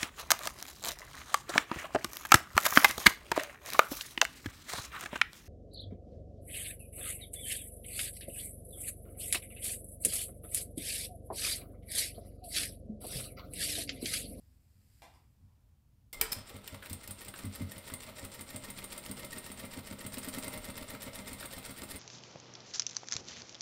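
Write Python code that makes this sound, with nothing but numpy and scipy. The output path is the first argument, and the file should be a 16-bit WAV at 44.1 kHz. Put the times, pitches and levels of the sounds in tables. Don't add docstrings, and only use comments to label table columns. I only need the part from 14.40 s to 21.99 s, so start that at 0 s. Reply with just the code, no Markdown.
import sys
import numpy as np
from scipy import signal
from scipy.io import wavfile

SR = 44100
rng = np.random.default_rng(int(sys.argv[2]) if len(sys.argv) > 2 else 0)


def log_audio(samples):
    frames = np.atleast_2d(samples).T
    limited = np.clip(frames, -1, 1)
    pcm = np.round(limited * 32767).astype(np.int16)
    wavfile.write(sys.argv[1], SR, pcm)


N = 334719
TIME = np.arange(N) / SR
DRIVE_START_S, FIRST_CLACK_S = 1.729, 1.986
NEEDLE_LEAD_TURNS, SNAP_LAG_TURNS = .1166, .615

# time in seconds, stitches per second.
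SHAFT_SPEED = [(2.07, 5.62), (2.38, 5.41), (2.96, 5.84), (3.2, 6.12), (3.66, 6.55), (3.97, 6.1),
               (4.18, 7.03), (4.72, 7.48), (5.67, 7.23), (5.77, 9.51), (6.15, 10.9), (6.18, 7.98),
               (6.62, 7.92), (7.15, 7.95)]
# phase in turns, then rattle, hook whir and head shake in relative dB.
TURN_LEVELS = [(0, 4, -1.5, 4), (.1, -2.5, -11, -5.5), (.22, -7.5, -21, -7.5), (.34, -4, -26.5, -16.5),
               (0.442, -3, 5, -5), (.54, -10, 5, 3), (.64, 4, 6.5, -2), (.76, -5, -9, 0.5),
               (.9, -3.5, 6, 3), (1, 5, -33, 3.5)]
# frequency in Hz, relative level in dB, t60 in seconds.
TABLE_MODES = [(48.3, -27, 0.69), (93, 0, 0.22), (137.7, -9, 0.31), (202.3, -4.5, 0.26),
               (236.6, 0.5, 0.094), (260.1, -6.5, 0.23), (456, -33, 0.8), (554, -19.5, 0.053)]
# time in seconds, relative level in dB.
FEED_BLOW = [(1.98, -54), (2.34, -57), (2.53, -42), (2.71, -42), (3.22, -55.5), (3.54, -42), (3.69, -67),
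             (3.85, -46), (4.16, -44), (4.98, -44), (5.52, -57), (5.66, -43), (5.98, -41.5), (6.42, -54.5),
             (6.68, -76), (6.95, -42), (7.18, -49), (7.56, -46.5)]


def amp(db):
    return np.exp(np.asarray(db) * (np.log(10) / 20))


def unit(x):
    return x / np.sqrt(np.mean(x ** 2) + 1e-20)


def curve(points, at_s):
    return np.interp(at_s, *np.transpose(points))


def log_curve(points, at_hz):
    hz, value = np.transpose(points)
    return np.interp(np.log(at_hz + 1), np.log(hz + 1), value)


def add(mix, start_s, sound):
    part = mix[max(round(start_s * SR), 0):][:len(sound)]
    part += sound[:len(part)]


def colour(x, spectrum, size=4096):
    log_gain = np.log(amp(log_curve(spectrum, abs(np.fft.fftfreq(size, 1 / SR)))))
    response = np.exp(np.conj(signal.hilbert(log_gain)))
    taps = np.fft.ifft(response).real[:size // 2]
    return signal.oaconvolve(x, taps / np.linalg.norm(taps))[:N]


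def soften(x, treble_db, corner_hz=7000):
    dull = signal.sosfiltfilt(signal.butter(2, corner_hz, fs=SR, output="sos"), x)
    return dull + amp(treble_db) * (x - dull)


def drift(rate_hz):
    knots = rng.standard_normal(N // 32)
    return np.interp(TIME * rate_hz, np.arange(len(knots)), knots)


def grit(per_s, spread_db):
    sizes = amp(spread_db * np.minimum(rng.exponential(1, N), 4))
    return unit(sizes * rng.choice([-1, 1], N) * (rng.random(N) < per_s / SR))


def bursts(rows):
    t, envelope = np.arange(SR // 5) / SR, np.zeros(N)
    for start_s, db, decay_s in rows:
        add(envelope, start_s, amp(db) * np.exp(-t / decay_s))
    return envelope * rng.standard_normal(N)


def ring(times_s, levels_db, modes, rise_s, db_per_octave=0):
    t, out = np.arange(SR // 2) / SR, np.zeros(N)
    hz, mode_db, t60_s = np.transpose(modes)[:, :, None]
    octaves = np.log2(hz / np.median(hz))
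    for start_s, level_db, tilt in np.broadcast(times_s, levels_db, db_per_octave):
        scatter_db, detune = rng.standard_normal((2, len(modes), 1))
        envelopes = amp(mode_db + scatter_db + tilt * octaves - 60 * t / t60_s)
        waves = envelopes * np.sin(2 * np.pi * (hz + 3 * detune) * t)
        add(out, start_s, amp(level_db) * waves.sum(0) * (1 - np.exp(-t / rise_s)))
    return out


def resonate(x, modes):
    t, impulse = np.arange(SR // 5) / SR, 0
    for hz, width_hz, db in modes:
        gain = amp(db) * np.sqrt(4 * np.pi * width_hz / SR)
        impulse += gain * np.exp(-np.pi * width_hz * t) * np.sin(2 * np.pi * hz * t)
    return signal.oaconvolve(x, impulse)[:N]


def shaft_turns():
    turns = np.cumsum(curve(SHAFT_SPEED, TIME)) / SR
    return turns - np.interp(FIRST_CLACK_S, TIME, turns)


def stitch_times(phase_turns):
    turns = shaft_turns()
    return np.interp(np.arange(int(turns[-1]) + 1) + phase_turns, turns, TIME, right=TIME[-1] + 1)


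def doublings(at_s, cruise_hz=7):
    return np.log2(curve(SHAFT_SPEED, at_s) / cruise_hz)


def slack_db(at_s):
    return np.interp(at_s - FIRST_CLACK_S, [0, 1], [-5, 0])


def drive(part):
    phase, *columns = np.transpose(TURN_LEVELS)
    turn_db = np.interp(shaft_turns() % 1, phase, columns[("rattle", "whir", "shake").index(part)])
    return amp(-52.5 + 6.5 * doublings(TIME) + turn_db) * (TIME > DRIVE_START_S)


def room_rumble(rms_db=-64.5):
    # frequency in Hz, relative density in dB.
    spectrum = [(20, -20), (35, -14.5), (55, 0.5), (85, -1.5), (125, -7.5), (170, -15), (260, -19.5),
                (360, -31), (800, -35), (1500, -41), (8000, -45), (16000, -43.5)]
    return amp(rms_db) * unit(colour(rng.standard_normal(N), spectrum))


def room_echoes(x, gap_s=.0055, spacing=20):
    # frequency in Hz, t60 in seconds, relative level in dB.
    bands = [(100, 0.7, -10), (467, 0.41, 5), (2590, 0.48, -1.5), (5800, 0.34, 0.5), (10100, 0.18, 4.5),
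             (14900, 0.11, 5)]
    taps, slots = np.zeros(SR), np.arange(0, SR - spacing, spacing)
    taps[slots + rng.integers(0, spacing, len(slots))] = rng.choice([-1, 1], len(slots))
    hz, t, spectra = signal.stft(taps, SR, nperseg=256)
    band_hz, *columns = np.transpose(bands)
    t60_s, db = (log_curve(np.c_[band_hz, column], hz)[:, None] for column in columns)
    tail = signal.istft(spectra * amp(db - 60 * t / t60_s), SR, nperseg=256)[1]
    tail *= np.arange(len(tail)) > gap_s * SR
    return signal.fftconvolve(x, tail / np.linalg.norm(tail))[:N]


def far_knocks():
    # start in seconds, relative level in dB, decay in seconds.
    blows = [(.62, -46.5, 0.0049), (.739, -54, 0.0019)]
    # frequency in Hz, relative density in dB.
    spectrum = [(60, -11), (300, -3), (550, -8.5), (800, -1.5), (1150, -4.5), (1700, -8), (3200, -8.5),
                (6500, -15), (9000, -16), (15600, -28)]
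    return colour(bursts(blows), spectrum)


def hands():
    # time in seconds, level in dB.
    slide_levels = [(0, -80), (.25, -82), (.4, -78.5), (.6, -72.5), (.8, -81), (1.1, -93), (1.7, -110)]
    brush_levels = [(.85, -100), (1.1, -82.5), (1.3, -88), (1.55, -104)]
    bumps = [(0.351, -63), (0.417, -73), (1.021, -54.5)]
    # frequency in Hz, relative density in dB.
    cloth_spectrum = [(300, -29), (1500, 4), (2400, 4.5), (3600, -1), (4900, 9), (6300, -3), (7600, 8.5),
                      (10000, 2), (14000, 6), (16000, -6.5)]
    palm_spectrum = [(200, -16), (600, -6), (1000, -1), (1500, -13), (5000, -19), (15000, -35)]
    slide = amp(curve(slide_levels, TIME)) * colour(grit(11000, spread_db=3.6), cloth_spectrum)
    brush = amp(curve(brush_levels, TIME)) * colour(rng.standard_normal(N), palm_spectrum)
    return slide + brush + ring(*np.transpose(bumps), TABLE_MODES, rise_s=.019, db_per_octave=-8.5)


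def levers():
    # start in seconds, level in dB, decay in seconds.
    clicks = [(1.729, -37.5, 0.013), (1.8129, -14, 0.0032), (1.816, -46, 0.0044), (1.9185, -31, 0.0018),
              (1.9215, -24, 0.004), (1.9295, -24.5, 0.0037), (2.077, -70, 0.0022), (2.2767, -35, 0.0045),
              (2.4975, -39.5, 0.012), (2.531, -35.5, 0.0042), (2.6758, -35.5, 0.0047), (2.8477, -40, 0.005),
              (6.139, -42, 0.002), (6.38, -43, 0.003)]
    clunks = [(1.816, -41, 0.038), (2.425, -45.5, 0.017), (2.9385, -42.5, 0.0089), (3.5, -39, 0.0064),
              (6.55, -39, 0.0027), (7.027, -37.5, 0.0062)]
    # frequency in Hz, relative density in dB.
    click_spectrum = [(100, -9), (1400, -12.5), (2300, -8), (4400, -6.5), (5200, -5.5), (6700, -15),
                      (7600, -4.5), (9800, -7), (11700, -7.5), (13600, -1.5), (14800, -6), (16000, -1)]
    clunk_spectrum = [(100, -2), (400, 9.5), (700, -6.5), (1400, 16.5), (1900, 10), (2600, 5.5), (3600, 6),
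                      (6500, -20), (9000, -3), (15600, -4)]
    # start in seconds, frequency in Hz, level in dB, t60 in seconds.
    tones = [(1.73, 2090, -45, 0.19), (1.73, 2128, -42, 0.14), (1.76, 30.8, -46, 0.84),
             (1.812, 45, -39.5, 0.13), (1.813, 343, -62, 0.086), (1.813, 453.6, -38.5, 0.17),
             (1.813, 974, -47.5, 0.24), (1.813, 1847, -43, 0.13), (1.813, 2316, -16, 0.02),
             (1.919, 5060, -31, 0.059), (1.919, 5180, -21, 0.033), (4.925, 1875, -40, 0.097),
             (5.98, 35.2, -58, 0.69), (6.18, 35.8, -48.5, 0.76)]
    rings = sum(ring([s], [db], [(hz, 0, t60_s)], rise_s=.0041) for s, hz, db, t60_s in tones)
    return colour(bursts(clicks), click_spectrum) + colour(bursts(clunks), clunk_spectrum) + rings


def linkages(gain_db=-1):
    # frequency in Hz, relative density in dB.
    spectrum = [(30, 15.5), (100, 1.5), (350, 13), (700, 8.5), (1050, 5), (1300, 11), (1600, 3),
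                (2400, 5.5), (4000, 5.5), (5300, -1.5), (6500, -8), (7600, -2.5), (11500, -3), (14700, 2),
                (15600, -3)]
    contacts = drive("rattle") * amp(gain_db + 2.2 * drift(220)) * grit(4500, spread_db=3.7)
    return soften(colour(contacts, spectrum), slack_db(TIME))


def head(gain_db=-2.5, db_per_doubling=4):
    # frequency in Hz, width in Hz, gain in dB.
    modes = [(130, 15, -9), (198.2, 6.3, -9), (256.5, 48, -6.5), (456, 144, -11.5), (558.5, 58, -10.5),
             (612.6, 9.3, -13.5), (922, 87, -13.5), (1174, 35, -16), (1326, 92, -14), (2068, 95, -7.5)]
    shake = drive("shake") * amp(gain_db + db_per_doubling * doublings(TIME) + 2.2 * drift(25))
    return resonate(shake * rng.standard_normal(N), modes)


def hook(gain_db=-1):
    # frequency in Hz, relative density in dB.
    spectrum = [(100, -8), (3000, -6.5), (5400, -5), (6500, -16.5), (7600, -1.5), (8200, -7), (8750, 3.5),
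                (9500, -15), (12000, -17), (14500, -77), (15600, -4)]
    sweep = drive("whir") * amp(gain_db + slack_db(TIME) + 2.6 * drift(200))
    return colour(sweep * grit(6000, spread_db=5), spectrum)


def bobbin(scatter_db=3, decay_s=.00082):
    # frequency in Hz, width in Hz, gain in dB.
    modes = [(9400, 500, -16), (13000, 900, -7), (14000, 310, -1)]
    times_s = stitch_times(SNAP_LAG_TURNS)
    levels_db = -46 + 10 * doublings(times_s) + slack_db(times_s)
    levels_db += scatter_db * rng.standard_normal(len(times_s))
    return resonate(bursts([(s, db, decay_s) for s, db in zip(times_s, levels_db)]), modes)


def ticks(entry_db=-53.5, draw_db=-47.5, scatter_db=2.5, decay_s=.0029):
    # start in seconds, level in dB, decay in seconds.
    accents = [(2.2775, -40.5, 0.0048), (4.384, -42, 0.0036), (4.5215, -41.5, 0.0028),
               (5.771, -42.5, 0.0045), (6.38, -44, 0.0038)]
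    # frequency in Hz, relative density in dB.
    spectrum = [(200, -25), (1500, 3.5), (2500, 18.5), (3900, 13), (5300, 11), (6500, -7), (8000, -14),
                (10200, -18), (12000, -16), (14000, -15), (15600, 8)]
    rows = list(accents)
    for phase, base_db in ((-NEEDLE_LEAD_TURNS, entry_db), (SNAP_LAG_TURNS, draw_db)):
        times_s = stitch_times(phase)
        levels_db = base_db + slack_db(times_s) + scatter_db * rng.standard_normal(len(times_s))
        rows += [(s, db, decay_s) for s, db in zip(times_s, levels_db)]
    return colour(bursts(rows), spectrum)


def thread(snap_db=5, slip_db=-6, jerk_db=2, scatter_db=1.5):
    # frequency in Hz, relative density in dB.
    spectrum = [(100, 0.5), (2500, -19.5), (3800, 8.5), (5300, -12), (6500, 2.5), (7700, -49), (9200, 5),
                (10100, 8.5), (11500, 4), (13900, 9.5), (15600, -14.5)]
    times_s = stitch_times(SNAP_LAG_TURNS)
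    tension_db, pluck_db = scatter_db * rng.standard_normal((len(times_s), 2)).T
    levels_db = -49.5 + 6.5 * doublings(times_s) + slack_db(times_s) + tension_db
    spring_db = -46 + 2 * slack_db(times_s) + pluck_db
    rows = []
    for s, db, (early, late) in zip(times_s, levels_db, rng.random((len(times_s), 2))):
        rows += [(s - .009, db + slip_db, .012),
                 (s - .003 - .007 * early, db + jerk_db, .0008),
                 (s, db + snap_db, .0027),
                 (s + .0048 + .005 * late, db + jerk_db, .0008)]
    spring = ring(times_s - .004, spring_db, [(1858, 0, .08)], rise_s=.003)
    return colour(bursts(rows), spectrum) + spring


def feed_dog(clack_db=3, chatter_s=.01, edge_db=4, edge_s=.002):
    # frequency in Hz, relative density in dB.
    spectrum = [(100, -29), (550, 11), (800, -17.5), (3500, 8), (5500, 5), (6500, -54), (7600, 17.5),
                (8700, -53), (9600, 4), (12700, 11), (13900, 10), (15600, 18.5)]
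    # frequency in Hz, width in Hz, gain in dB.
    modes = [(2120, 70, -18), (8600, 200, -7), (8800, 140, -4), (9000, 260, -8), (9580, 160, -16),
             (13900, 250, -13)]
    blows = [(s, curve(FEED_BLOW, s)) for s in stitch_times(0)]
    chatter = bursts([(s, db, chatter_s) for s, db in blows])
    edge = bursts([(s, db + edge_db, edge_s) for s, db in blows])
    return amp(clack_db) * colour(chatter + edge, spectrum) + resonate(chatter + edge, modes)


def thick_spots(rebound_s=.018, rebound_db=-5):
    # start in seconds, level in dB.
    thuds = [(3.0421, -34), (3.206, -31)]
    rebounds = [(s + rebound_s, db + rebound_db) for s, db in thuds]
    return ring(*np.vstack([thuds, rebounds]).T, TABLE_MODES, rise_s=.0056, db_per_octave=-1)


def needle(thump_db=3, feed_db=-7, neutral_hz=6.37):
    # time in seconds, relative level in dB.
    needle_blow = [(1.98, -46), (2.34, -48), (2.53, -42.5), (2.88, -54), (3.38, -52), (3.54, -44),
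                   (3.69, -51), (3.85, -45.5), (4.01, -51), (4.16, -43), (4.3, -50), (4.58, -64),
                   (4.71, -41), (4.85, -49.5), (5.39, -41.5), (5.95, -40.5), (6.25, -44.5), (7.56, -47.5)]
    landings_s, clacks_s = stitch_times(-NEEDLE_LEAD_TURNS), stitch_times(0)
    landings_db = curve(needle_blow, clacks_s) + thump_db
    clacks_db = curve(FEED_BLOW, clacks_s) + feed_db
    tilt = 3 * (curve(SHAFT_SPEED, clacks_s) - neutral_hz)
    thumps = ring(landings_s, landings_db, TABLE_MODES, rise_s=.003, db_per_octave=tilt)
    return thumps + ring(clacks_s, clacks_db, TABLE_MODES, rise_s=.003, db_per_octave=4.5)


def scene(machine_wet_db=-8, lever_wet_db=-8.5, knock_dry_db=-5):
    machine = linkages() + head() + hook() + feed_dog() + thread() + bobbin() + ticks()
    clicks, knocks, rumble = levers(), far_knocks(), room_rumble()
    echoes = room_echoes(amp(machine_wet_db) * machine + amp(lever_wet_db) * clicks + knocks)
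    close = machine + needle() + thick_spots() + clicks + hands()
    return (rumble + echoes + amp(knock_dry_db) * knocks + close)[None]


def record(dry):
    taps = signal.firwin(401, 15650, window=("kaiser", 8), fs=SR)
    return signal.oaconvolve(dry, taps[None], "same")


dry = scene()
out = record(dry)
log_audio(out)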